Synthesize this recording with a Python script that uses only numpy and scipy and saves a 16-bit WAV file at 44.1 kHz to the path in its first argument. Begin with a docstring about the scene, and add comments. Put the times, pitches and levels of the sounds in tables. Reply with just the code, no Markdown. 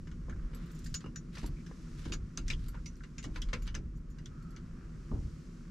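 """A low, throbbing rumble and a rustle of clothes: a man leans into a parked truck, door open.
The cab sways under his weight and the outdoors hums in its air modes. Close up, he works a lock
cylinder into the steering column: metal clicks and scrapes, detents snap, keys tinkle on their ring,
and the small cab answers each contact. Knuckles rap the shroud, his body bumps column and seat,
and near the end his weight lands on the sill with a boom."""
import sys
import numpy as np
from scipy import signal
from scipy.fft import rfft, irfft
from scipy.io import wavfile
from scipy.ndimage import uniform_filter1d

SR = 44100
rng = np.random.default_rng(int(sys.argv[2]) if len(sys.argv) > 2 else 0)


def waveform_to_disk(signal):
    """Save audio, clipped to [-1, 1], as 16-bit WAV at the path in sys.argv[1]."""
    frames = np.transpose(np.atleast_2d(signal))
    scaled = np.clip(frames, -1, 1) * 32767
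    samples = np.round(scaled).astype(np.int16)
    wavfile.write(sys.argv[1], SR, samples)


N = 251370
TIME = np.arange(N) / SR
AGE = np.arange(SR * 3 // 10) / SR   # seconds into a one-shot


def from_db(db):
    """Decibels to gain."""
    return 10 ** (np.asarray(db) / 20)


def rms(x):
    """Root mean square."""
    return np.sqrt(np.mean(x ** 2) + 1e-20)


def in_time(rows):
    """Each column of an automation curve at every sample."""
    times, *columns = np.transpose(rows)
    return [np.interp(TIME, times, column) for column in columns]


def at_hz(points, hz):
    """Gain of an EQ curve at the given frequencies."""
    f, db = np.transpose(points)
    return from_db(np.interp(np.log(hz + 1), np.log(f), db))


def add(out, s, sound):
    """Mix a stereo one-shot in at time s."""
    i = max(round(s * SR), 0)
    out[:, i:i + sound.shape[-1]] += sound[..., :max(N - i, 0)]


def attack(rise_s):
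    """Exponential onset."""
    return 1 - np.exp(-AGE / rise_s)


def fade(t60):
    """Exponential decay, 60 dB down after t60 seconds."""
    return from_db(-60 * AGE / t60)


def stroke(start, end, edge_s):
    """A gate with sloped edges."""
    return np.clip(np.minimum(TIME - start, end - TIME) / edge_s, 0, 1)


def band(x, low_hz, high_hz, order=4):
    """Causal band-pass."""
    sos = signal.butter(order, [low_hz, min(high_hz, .45 * SR)], "band", fs=SR, output="sos")
    return signal.sosfilt(sos, x)


def stereo(mid, side):
    """Left and right from mid and side."""
    return np.array([mid + side, mid - side])


# Stereo width, side relative to mid: f/Hz, level/dB
WIDTH = [(30, -36), (120, -23), (250, -13), (500, -4.5), (2000, -5), (8000, -6.5), (13000, -4)]
def coloured(spectrum, size=N, grain=1):
    """Stereo noise of a given colour, wider in the treble; rms 1."""
    hz = np.arange(size // 2 + 1) * SR / size
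    roll_off = 1 / (1 + (hz / spectrum[-1][0]) ** 4) / (1 + (spectrum[0][0] / (hz + 1)) ** 4)
    mid, side = rfft(rng.standard_normal((2, size)) * grain) * at_hz(spectrum, hz) * roll_off
    noise = stereo(irfft(mid, size), irfft(side * at_hz(WIDTH, hz), size))
    return noise / rms(noise)


def evened(x, span_s):
    """Noise with its slow swells levelled out."""
    power = uniform_filter1d(np.mean(x ** 2, axis=0), max(int(span_s * SR), 2))
    return x / np.sqrt(power + 1e-12)


def tilted(db, tilt, hz, pivot_hz=1820):
    """Level of a hit at a pitch: a sharp one favours the treble, a blunt one the bass."""
    return db + tilt * np.log2(hz / pivot_hz)


def struck(modes, pitch=1, spread_db=2, width=0.41, rise_s=0.00049):
    """One hit on a set of modes: each rings at its own strength, left and right a little out of step."""
    ring = 0
    for hz, db, t60 in modes:
        strength = from_db(db + spread_db * rng.standard_normal())
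        phase = 2 * np.pi * (hz * pitch * AGE + rng.random()) + width * rng.standard_normal((2, 1))
        ring += strength * fade(t60) * np.sin(phase)
    return ring * attack(rise_s)


# The cab rocks as he leans and pushes: t/s, level/dB
ROCKING = [(0.0, -46), (0.44, -36), (0.73, -47.5), (0.93, -37), (1.0, -54), (1.41, -44), (1.48, -34),
           (1.65, -50.5), (2.24, -37.5), (2.36, -53), (2.44, -31.5), (3.13, -49.5), (3.48, -33),
           (4.29, -47), (5.12, -44.5), (5.26, -35), (5.32, -49), (5.7, -47.5)]
# Its sub-heavy colour: f/Hz, level/dB
ROCKING_SPECTRUM = [(21, -4.5), (37, -1), (52, -7), (70, -13), (105, -19), (160, -22), (300, -54)]
def rocking(jolt_db=7.5, jolt_rise_s=0.014, jolt_t60=0.58):
    """The cab sways under his weight, and every bump adds a jolt that dies away."""
    sway_db, = in_time(ROCKING)
    power = from_db(sway_db) ** 2
    for s, db in BUMPS:
        age = np.maximum(TIME - s, 0)
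        jolt = from_db(db + jolt_db - 60 * age / jolt_t60) * (1 - np.exp(-age / jolt_rise_s))
        power += jolt ** 2
    return np.sqrt(power) * evened(coloured(ROCKING_SPECTRUM), 0.12)


# A low hum nearby throbs and speeds up: t/s, pulse rate/Hz, level/dB
THROB = [(0, 9.8, -52), (.7, 8.65, -49.5), (2, 11.1, -52.5), (3.9, 12, -60.5), (4.3, 11.6, -53.5),
         (5.7, 14.3, -55.5)]
def throb(hz=158, wander_hz=9, sharpness=5.2, lead_beats=0.045):
    """A low tone swells once a beat; its pitch wanders."""
    rate_hz, db = in_time(THROB)
    swell = np.abs(np.cos(np.pi * (np.cumsum(rate_hz) / SR + lead_beats))) ** sharpness
    wander = np.interp(TIME, np.linspace(0, TIME[-1], 120), rng.standard_normal(120))
    tone = swell * np.sin(2 * np.pi * np.cumsum(hz + wander_hz * wander) / SR)
    return from_db(db) * tone / rms(tone)


# The cab's air modes: f/Hz, bandwidth/Hz, level/dB
CAB_MODES = [(100.6, 52, -61.5), (155, 37.4, -52), (237.2, 16.6, -56.5), (316.7, 68, -61.5), (500, 84, -75)]
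def cab_hum(follows=0.29):
    """Outdoor rumble hums in the cab's air modes, gently riding the throb's level."""
    out = np.zeros((2, N))
    for hz, width_hz, db in CAB_MODES:
        radius = np.exp(-np.pi * width_hz / SR)
        resonator = [1, -2 * radius * np.cos(2 * np.pi * hz / SR), radius ** 2]
        drive = rng.standard_normal((2, N + SR))   # a second of pre-roll lets the mode settle
        mid, side = signal.lfilter([1, 0, -1], resonator, drive)
        mode = band(stereo(mid, side * at_hz(WIDTH, hz)), hz / 2, hz * 1.38)[:, SR:]
        out += from_db(db) * evened(mode, 0.29)
    _, throb_db = in_time(THROB)
    return out * from_db(follows * (throb_db - throb_db.mean()))


# Sliding clothes and background: t/s, cloth level/dB, hiss level/dB
RUSTLE = [(0.0, -72, -74.5), (0.62, -62, -73.5), (0.92, -69, -68), (1.14, -69.5, -76), (2.02, -65.5, -66),
          (2.16, -67.5, -75), (2.57, -69, -71), (3.06, -70.5, -74.5), (3.57, -65, -71),
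          (3.81, -69.5, -77.5), (4.02, -72.5, -80), (4.16, -69, -76.5), (4.38, -69, -74.5),
          (4.79, -66, -74.5), (5.24, -68, -69), (5.7, -67.5, -72.5)]
# The cloth's soft body: f/Hz, level/dB
CLOTH_SPECTRUM = [(350, 10), (600, -2), (850, -8), (1100, 2), (1350, 2.5), (1900, -4.5), (3300, -17),
                  (6000, -24)]
# The airy hiss on top: f/Hz, level/dB
HISS_SPECTRUM = [(2000, 2), (3500, -6.5), (5600, -2.5), (7000, -5.5), (9500, -14), (12300, -17),
                 (14000, -29)]
def rustle(catches_per_s=500, trim_db=1):
    """Threads catch and let go as his clothes slide: a grainy texture under a smooth hiss."""
    cloth_db, hiss_db = in_time(RUSTLE)
    fibres = (rng.random(N) < catches_per_s / SR) + 0.2
    cloth = from_db(cloth_db) * coloured(CLOTH_SPECTRUM, grain=fibres)
    hiss = from_db(hiss_db) * coloured(HISS_SPECTRUM)
    return from_db(trim_db) * (cloth + hiss)


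# Metal clicks inside the lock: t/s, level/dB, brightness/(dB per octave)
CONTACTS = [(.072, -61, -4), (0.114, -62, -5.5), (0.296, -54.5, -6), (0.534, -63, -11), (0.86, -61.5, 4),
            (0.942, -52, 6.5), (1.006, -60.5, -2), (1.0412, -60, -9), (1.06, -59.5, -6.5),
            (1.159, -59.5, 2), (1.353, -57.5, 0.5), (1.371, -51.5, -7.5), (1.382, -64, 5),
            (1.431, -59.5, -3), (1.664, -61.5, -0.5), (2.053, -54.5, -3), (2.121, -46.5, 0),
            (2.135, -52.5, 2), (2.375, -49, 2), (2.481, -52.5, 2), (2.501, -45, -0.5), (2.509, -55, 0),
            (2.528, -59.5, 0.5), (2.682, -62.5, -5.5), (2.7444, -62.5, -12.5), (2.859, -56.5, 2.5),
            (3.0362, -56.5, -5), (3.182, -53, -0.5), (3.228, -60, 1.5), (3.241, -52, -1),
            (3.359, -47.5, -5.5), (3.4181, -57, 4), (3.487, -58.5, -4.5), (3.531, -40, -5.5),
            (3.5363, -52, -0.5), (3.621, -64.5, -0.5), (3.676, -52, -2.5), (3.744, -52.5, -5),
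            (3.7501, -49, -0.5), (4.185, -64, -1.5), (4.2581, -65.5, 2), (4.564, -59.5, -2.5)]
# One band each for column, housing, pins and small parts:
# low f/Hz, high f/Hz, echo build-up/s, cab t60/s, direct level/dB, band level/dB
LOCK_PARTS = [(362, 1540, 0.0099, 0.12, -0.5, -12.5), (1055, 3700, 0.0003, 0.1, -9, 0.5),
              (3550, 7100, 0.0005, 0.095, -7, -1.5), (8150, 12700, 0.00016, 0.055, -9, -21)]
# The ring of lock and column: f/Hz, level/dB, t60/s
LOCK_MODES = [(493, 14.5, 0.049), (790, -2, 0.035), (1020, 6.5, 0.14), (1384, 3.5, 0.073),
              (1576, 28.5, 0.0042), (2070, 16.5, 0.01), (2224, 11, 0.036), (2640, 5, 0.026),
              (2864, 14.5, 0.021), (4280, 5, 0.0035), (4970, 15.5, 0.014), (6290, 14, 0.011),
              (8246, 21, 0.019), (10600, 1, 0.044)]
def contacts(crack_db=21, spread_db=-4.5, side_db=-6):
    """Each contact cracks and rings the lock's modes; dash and glass throw back dense early echoes."""
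    out = np.zeros((2, N))
    onset = slice(SR // 400, SR // 55)   # this stretch sets a click's level
    hz, mode_db, t60 = np.transpose(LOCK_MODES)
    rings = np.sin(2 * np.pi * hz[:, None] * AGE) * fade(t60[:, None])
    for low, high, build_s, cab_t60, direct_db, part_db in LOCK_PARTS:
        in_band = (hz >= low) & (hz < high)
        echo_shape = fade(cab_t60) * attack(build_s)
        echo_shape /= np.sqrt(np.sum(echo_shape ** 2))
        for s, contact_db, tilt in CONTACTS:
            db = part_db + tilted(contact_db, tilt, np.sqrt(low * high))
            strengths = from_db(mode_db + spread_db * rng.standard_normal(len(hz)))
            polarity = rng.choice([-1, 1], len(hz))
            strike = (strengths * polarity * in_band) @ rings
            strike[0] += from_db(crack_db) * SR / (high - low)
            mid, side = rng.standard_normal((2, len(AGE))) * echo_shape
            mid[0] += from_db(direct_db)
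            cab = stereo(mid, from_db(side_db) * side)
            echoed = signal.fftconvolve(cab, strike[None], axes=1)[:, :len(AGE)]
            click = band(echoed, low, high, order=3)
            add(out, s, from_db(db) * click / rms(click[:, onset]))
    return out


def cab_dip(x, hz=720, width_hz=300):
    """Echoes off the dash cancel a narrow band of the lock's lower mids."""
    return signal.lfilter(*signal.iirnotch(hz, hz / width_hz, fs=SR), x)


# Knuckles and the cylinder's end rap the column's shroud: t/s, level/dB, pitch/ratio
KNOCKS = [(.283, -49.5, 0.8), (1.0415, -48.5, 0.98), (1.061, -46.5, 0.93), (.946, -54, 0.82),
          (1.385, -47, 0.92), (1.441, -42, 0.72), (1.712, -48.5, 0.91), (2.133, -52, 0.865),
          (3.243, -46, 0.9), (3.539, -53, 0.91), (5.114, -43.5, 0.91)]
# The shroud's ring at pitch ratio 1: f/Hz, level/dB, t60/s
SHROUD_MODES = [(521, 1.5, 0.035), (880, -6.5, 0.029), (1130, -10, 0.04), (1318, -4, 0.05)]
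def knocks():
    """Firm taps on hard plastic: a short hollow ring, pitched by where they land."""
    out = np.zeros((2, N))
    for s, db, pitch in KNOCKS:
        add(out, s, from_db(db) * struck(SHROUD_MODES, pitch))
    return out


# Arm and body thud on column and seat: t/s, level/dB
BUMPS = [(.29, -49.5), (1.043, -50), (1.432, -44), (2.058, -45), (2.1, -48), (2.378, -47), (2.505, -50),
         (3.255, -45), (3.363, -54.5), (3.532, -47), (3.755, -48), (5.114, -40), (5.169, -58)]
# The cab's low boom: f/Hz, level/dB
BOOM_SPECTRUM = [(40, -33), (90, -3.5), (160, -0.5), (350, -3.5), (500, -18)]
# The panel's midrange slap: f/Hz, level/dB
SLAP_SPECTRUM = [(280, 0), (500, 1), (750, -3), (1300, -13), (1700, -29)]
def bumps(boom_t60=0.42, boom_db=4, slap_t60=0.3, slap_db=-41, hard_db=-35, brightening=1.64):
    """Soft blows boom in the cab; harder ones bring out the panel's slap, which dies sooner."""
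    out = np.zeros((2, N))
    for s, db in BUMPS:
        boom = evened(coloured(BOOM_SPECTRUM, len(AGE)), 0.0255) * fade(boom_t60) * attack(0.00029)
        slap = evened(coloured(SLAP_SPECTRUM, len(AGE)), 0.0017) * fade(slap_t60) * attack(0.0007)
        slap_gain = from_db(slap_db + brightening * (db - hard_db))
        add(out, s, from_db(db + boom_db) * boom + slap_gain * slap)
    return out


# A loose part of the lock sings briefly on one note: t/s, level/dB, f/Hz
CLINKS = [(0.324, -43, 1515), (.861, -48.5, 1680), (0.944, -40, 2800), (0.944, -36, 5370),
          (1.158, -40, 1520), (1.712, -51.5, 1780), (2.122, -35.5, 2800), (2.502, -28.5, 2370),
          (2.503, -34, 3800), (2.532, -38.5, 3120), (2.748, -43, 940), (3.006, -46, 1490),
          (3.419, -35, 3240), (3.532, -31, 2190), (3.537, -37, 1060), (3.746, -44.5, 2800),
          (4.257, -46.5, 3380)]
def clinks(t60=0.067, rise_s=0.0011, gain_db=-4, skirt_ratio=1.17):
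    """One resonance of a loose part, blurred by its own chatter and the cab's echoes."""
    out = np.zeros((2, N))
    for s, db, hz in CLINKS:
        peak = [(hz / 2, -45), (hz / skirt_ratio, -14), (hz, 0), (hz * skirt_ratio, -14), (hz * 2, -45)]
        ring = evened(coloured(peak, len(AGE)), 0.0051)
        add(out, s, from_db(db + gain_db) * ring * fade(t60) * attack(rise_s))
    return out


# Metal slides on metal: start t/s, end t/s, level/dB
SCRAPES = [(0.514, 0.87, -67.5), (1.317, 1.497, -58), (1.967, 2.129, -61), (2.568, 2.71, -65.5),
           (2.462, 2.502, -54.5), (3.33, 3.401, -57), (3.646, 3.695, -58)]
# The colour of its grit: f/Hz, level/dB
SCRAPE_SPECTRUM = [(700, -23), (1400, 1.5), (2200, -3.5), (4000, -3), (6500, -11.5), (12000, -18),
                   (14000, -32)]
def scrapes(slips_per_s=520, slip_floor=0.29, catches_per_s=70, catch_t60=0.019, flare_floor=0.72):
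    """The cylinder slides in its bore: a dense run of tiny slips, flaring whenever a burr catches."""
    slips = (rng.random(N) < slips_per_s / SR) + slip_floor
    catches = 1.0 * (rng.random(N) < catches_per_s / SR)
    flares = signal.fftconvolve(catches, fade(catch_t60))[:N] + flare_floor
    strokes = sum(from_db(db) * stroke(start, end, edge_s=0.027) for start, end, db in SCRAPES)
    return strokes * flares / rms(flares) * coloured(SCRAPE_SPECTRUM, grain=slips)


# The bright crack of thin metal: f/Hz, level/dB
CRACK_SPECTRUM = [(5500, 1), (8000, -4), (13000, -17)]
def flicked_metal(hits, modes, detune, ring_db=-3.0, crack_db=-3.5, crack_t60=0.069):
    """Thin metal gives a chattering crack and a high shimmer, each hit pitched a little differently."""
    out = np.zeros((2, N))
    for s, db, tilt in hits:
        pitch = 1 + detune * rng.standard_normal()
        hit_modes = [(hz, tilted(level, tilt, hz, pivot_hz=7200), t60) for hz, level, t60 in modes]
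        ring = struck(hit_modes, pitch, width=0.62)
        colour = [(hz, tilted(level, tilt, hz)) for hz, level in CRACK_SPECTRUM]
        crack = coloured(colour, len(AGE)) * fade(crack_t60)
        add(out, s, from_db(db) * (from_db(ring_db) * ring + from_db(crack_db) * crack))
    return out


# Tiny ticks of key on lock: t/s, level/dB, brightness/(dB per octave)
TICKS = [(.5477, -56, 3.5), (1.4616, -52, 1), (2.684, -54, 9.5), (2.9667, -67, 0), (3.6222, -64.5, 12),
         (3.972, -72, 4), (4.1011, -72, 2), (4.425, -68, -4), (4.5057, -66.5, -2)]
# The ring of a key's edge: f/Hz, level/dB, t60/s
EDGE_MODES = [(4312, -4, 0.11), (4700, -3, 0.12), (7550, 2, 0.049), (10160, -16, .042), (10970, -6, 0.087),
              (11860, -5.5, 0.086), (12500, -10, 0.068)]
def key_ticks():
    """A key's edge catches the lock and rings briefly."""
    return flicked_metal(TICKS, EDGE_MODES, detune=0.025)


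# A flurry of tinkles: t/s, level/dB, brightness/(dB per octave)
TINKLES = [(.659, -70, 15), (.7148, -60, 6), (0.7493, -61, 2), (.7892, -55.5, -2), (0.8431, -50.5, -5),
           (.8655, -50.5, -9), (.9, -65, 0), (.947, -60, 0)]
# The split ring's shimmer: f/Hz, level/dB, t60/s
SPLIT_RING_MODES = [(7214, -5, 0.22), (9017, -17, 0.17), (12100, -8, 0.087), (15200, -22, .07)]
def ring_tinkles():
    """The thin split ring pings against the keys."""
    return flicked_metal(TINKLES, SPLIT_RING_MODES, detune=0.005)


# Keys knock together: t/s, level/dB, brightness/(dB per octave)
KEY_TOUCHES = [(0.747, -74, 10), (0.946, -46.5, 15), (1.157, -56.5, -24), (2.12, -53.5, -9),
               (2.862, -66.5, -56), (3.18, -61, -1), (3.622, -70, 10), (3.953, -82, -28),
               (4.102, -77.5, -5)]
# The keys' chime: f/Hz, t60/s
KEY_MODES = [(5903, 0.28), (6882, 0.21), (7235, 0.12)]
# The balance of those modes: level/dB
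KEY_MODE_DB = [-7.5, -0.5, -16]
def keys(gain_db=13, pan_db=2, held_s=0.034, rise_s=0.0062):
    """Flat keys ring on a few pure modes until a neighbour or a finger stills them."""
    out = np.zeros((2, N))
    envelope = attack(rise_s) / (1 + (AGE / held_s) ** 4)
    for s, touch_db, tilt in KEY_TOUCHES:
        for (hz, t60), mode_db in zip(KEY_MODES, KEY_MODE_DB):
            db = tilted(touch_db + mode_db, tilt, hz, pivot_hz=6880)
            pan = pan_db * rng.standard_normal() * np.array([[1], [-1]])
            ring = np.sin(2 * np.pi * hz * AGE + rng.normal(0, 0.41, (2, 1))) * fade(t60)
            add(out, s, from_db(db + gain_db + pan) * ring * envelope)
    return out


# Crisp detent snaps: t/s, level/dB, f/Hz
DETENTS = [(1.16, -31.5, 5900), (1.352, -45, 4020), (1.3815, -46, 4000), (2.956, -49, 5800),
           (2.137, -29, 5800), (2.374, -23, 6090), (2.481, -32, 5850), (2.501, -29.5, 5600),
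           (2.86, -36.5, 5700), (3.182, -35, 6000), (3.24, -38.5, 6000), (3.4194, -32.5, 5730),
           (3.5366, -30, 6140), (3.676, -36, 4570), (3.7501, -29, 6200), (4.2583, -36, 5940),
           (4.563, -43, 5950)]
# The partials of a snap: pitch/ratio, level/dB
DETENT_PARTIALS = [(.845, -10), (1, 0), (1.14, -7)]
def detents(t60=0.0098, rise_s=0.00058):
    """A detent spring lets go: a few milliseconds of bright, heavily damped ringing."""
    out = np.zeros((2, N))
    for s, db, hz in DETENTS:
        ping = sum(from_db(level) * np.sin(2 * np.pi * hz * ratio * AGE)
                   for ratio, level in DETENT_PARTIALS)
        add(out, s, from_db(db) * ping * fade(t60) * attack(rise_s))
    return out


# Hand strokes: start t/s, end t/s, level/dB, f/Hz, resonance Q
RUBS = [(1.553, 1.626, -68.5, 2300, 12), (2.72, 2.812, -63, 1380, 5.6), (4.293, 4.622, -66, 1310, 18),
        (4.776, 4.885, -68.5, 1400, 8.3)]
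def rubs(edge_s=0.015):
    """A hand rubs smooth trim, and the friction noise gathers in one resonance."""
    out = np.zeros((2, N))
    for start, end, db, hz, q in RUBS:
        friction = band(rng.standard_normal((2, N)), hz / 2, 2 * hz)
        mid, side = signal.lfilter(*signal.iirpeak(hz, q, fs=SR), friction)
        rub = stereo(mid, side * at_hz(WIDTH, hz)) / rms(mid)
        out += from_db(db) * stroke(start, end, edge_s) * rub
    return out


def tread(start_s=5.114, db=-35, hz=88, t60=1.4, rise_s=0.01):
    """His weight lands on the sill and the floor pan booms on one broad, low resonance."""
    out = np.zeros((2, N))
    boom = evened(coloured([(hz / 2, -22), (hz, 0), (hz * 2, -22)], len(AGE)), 0.036)
    taper = 1 - (AGE / AGE[-1]) ** 2   # closes the tail within 0.3 s
    add(out, start_s, from_db(db) * boom * fade(t60) * attack(rise_s) * taper)
    return out


def scene(rocking_db=-1, lock_pan_db=0.3):
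    """The lock work, a hair left of centre, over a bed of rustle, rocking and hum."""
    clothes = rustle()
    lock = contacts() + detents() + clinks() + keys() + ring_tinkles() + key_ticks() + scrapes()
    lock *= from_db([[lock_pan_db], [-lock_pan_db]])
    handling = knocks() + bumps() + tread() + rubs()
    rumble = from_db(rocking_db) * rocking() + cab_hum() + throb()
    return cab_dip(lock) + handling + rumble + clothes


def record(dry, cutoff_hz=15600):
    """A steep low-pass takes the very top off the mix."""
    return signal.sosfilt(signal.ellip(8, .3, 70, cutoff_hz, fs=SR, output="sos"), dry)


dry = scene()
out = record(dry)
waveform_to_disk(out)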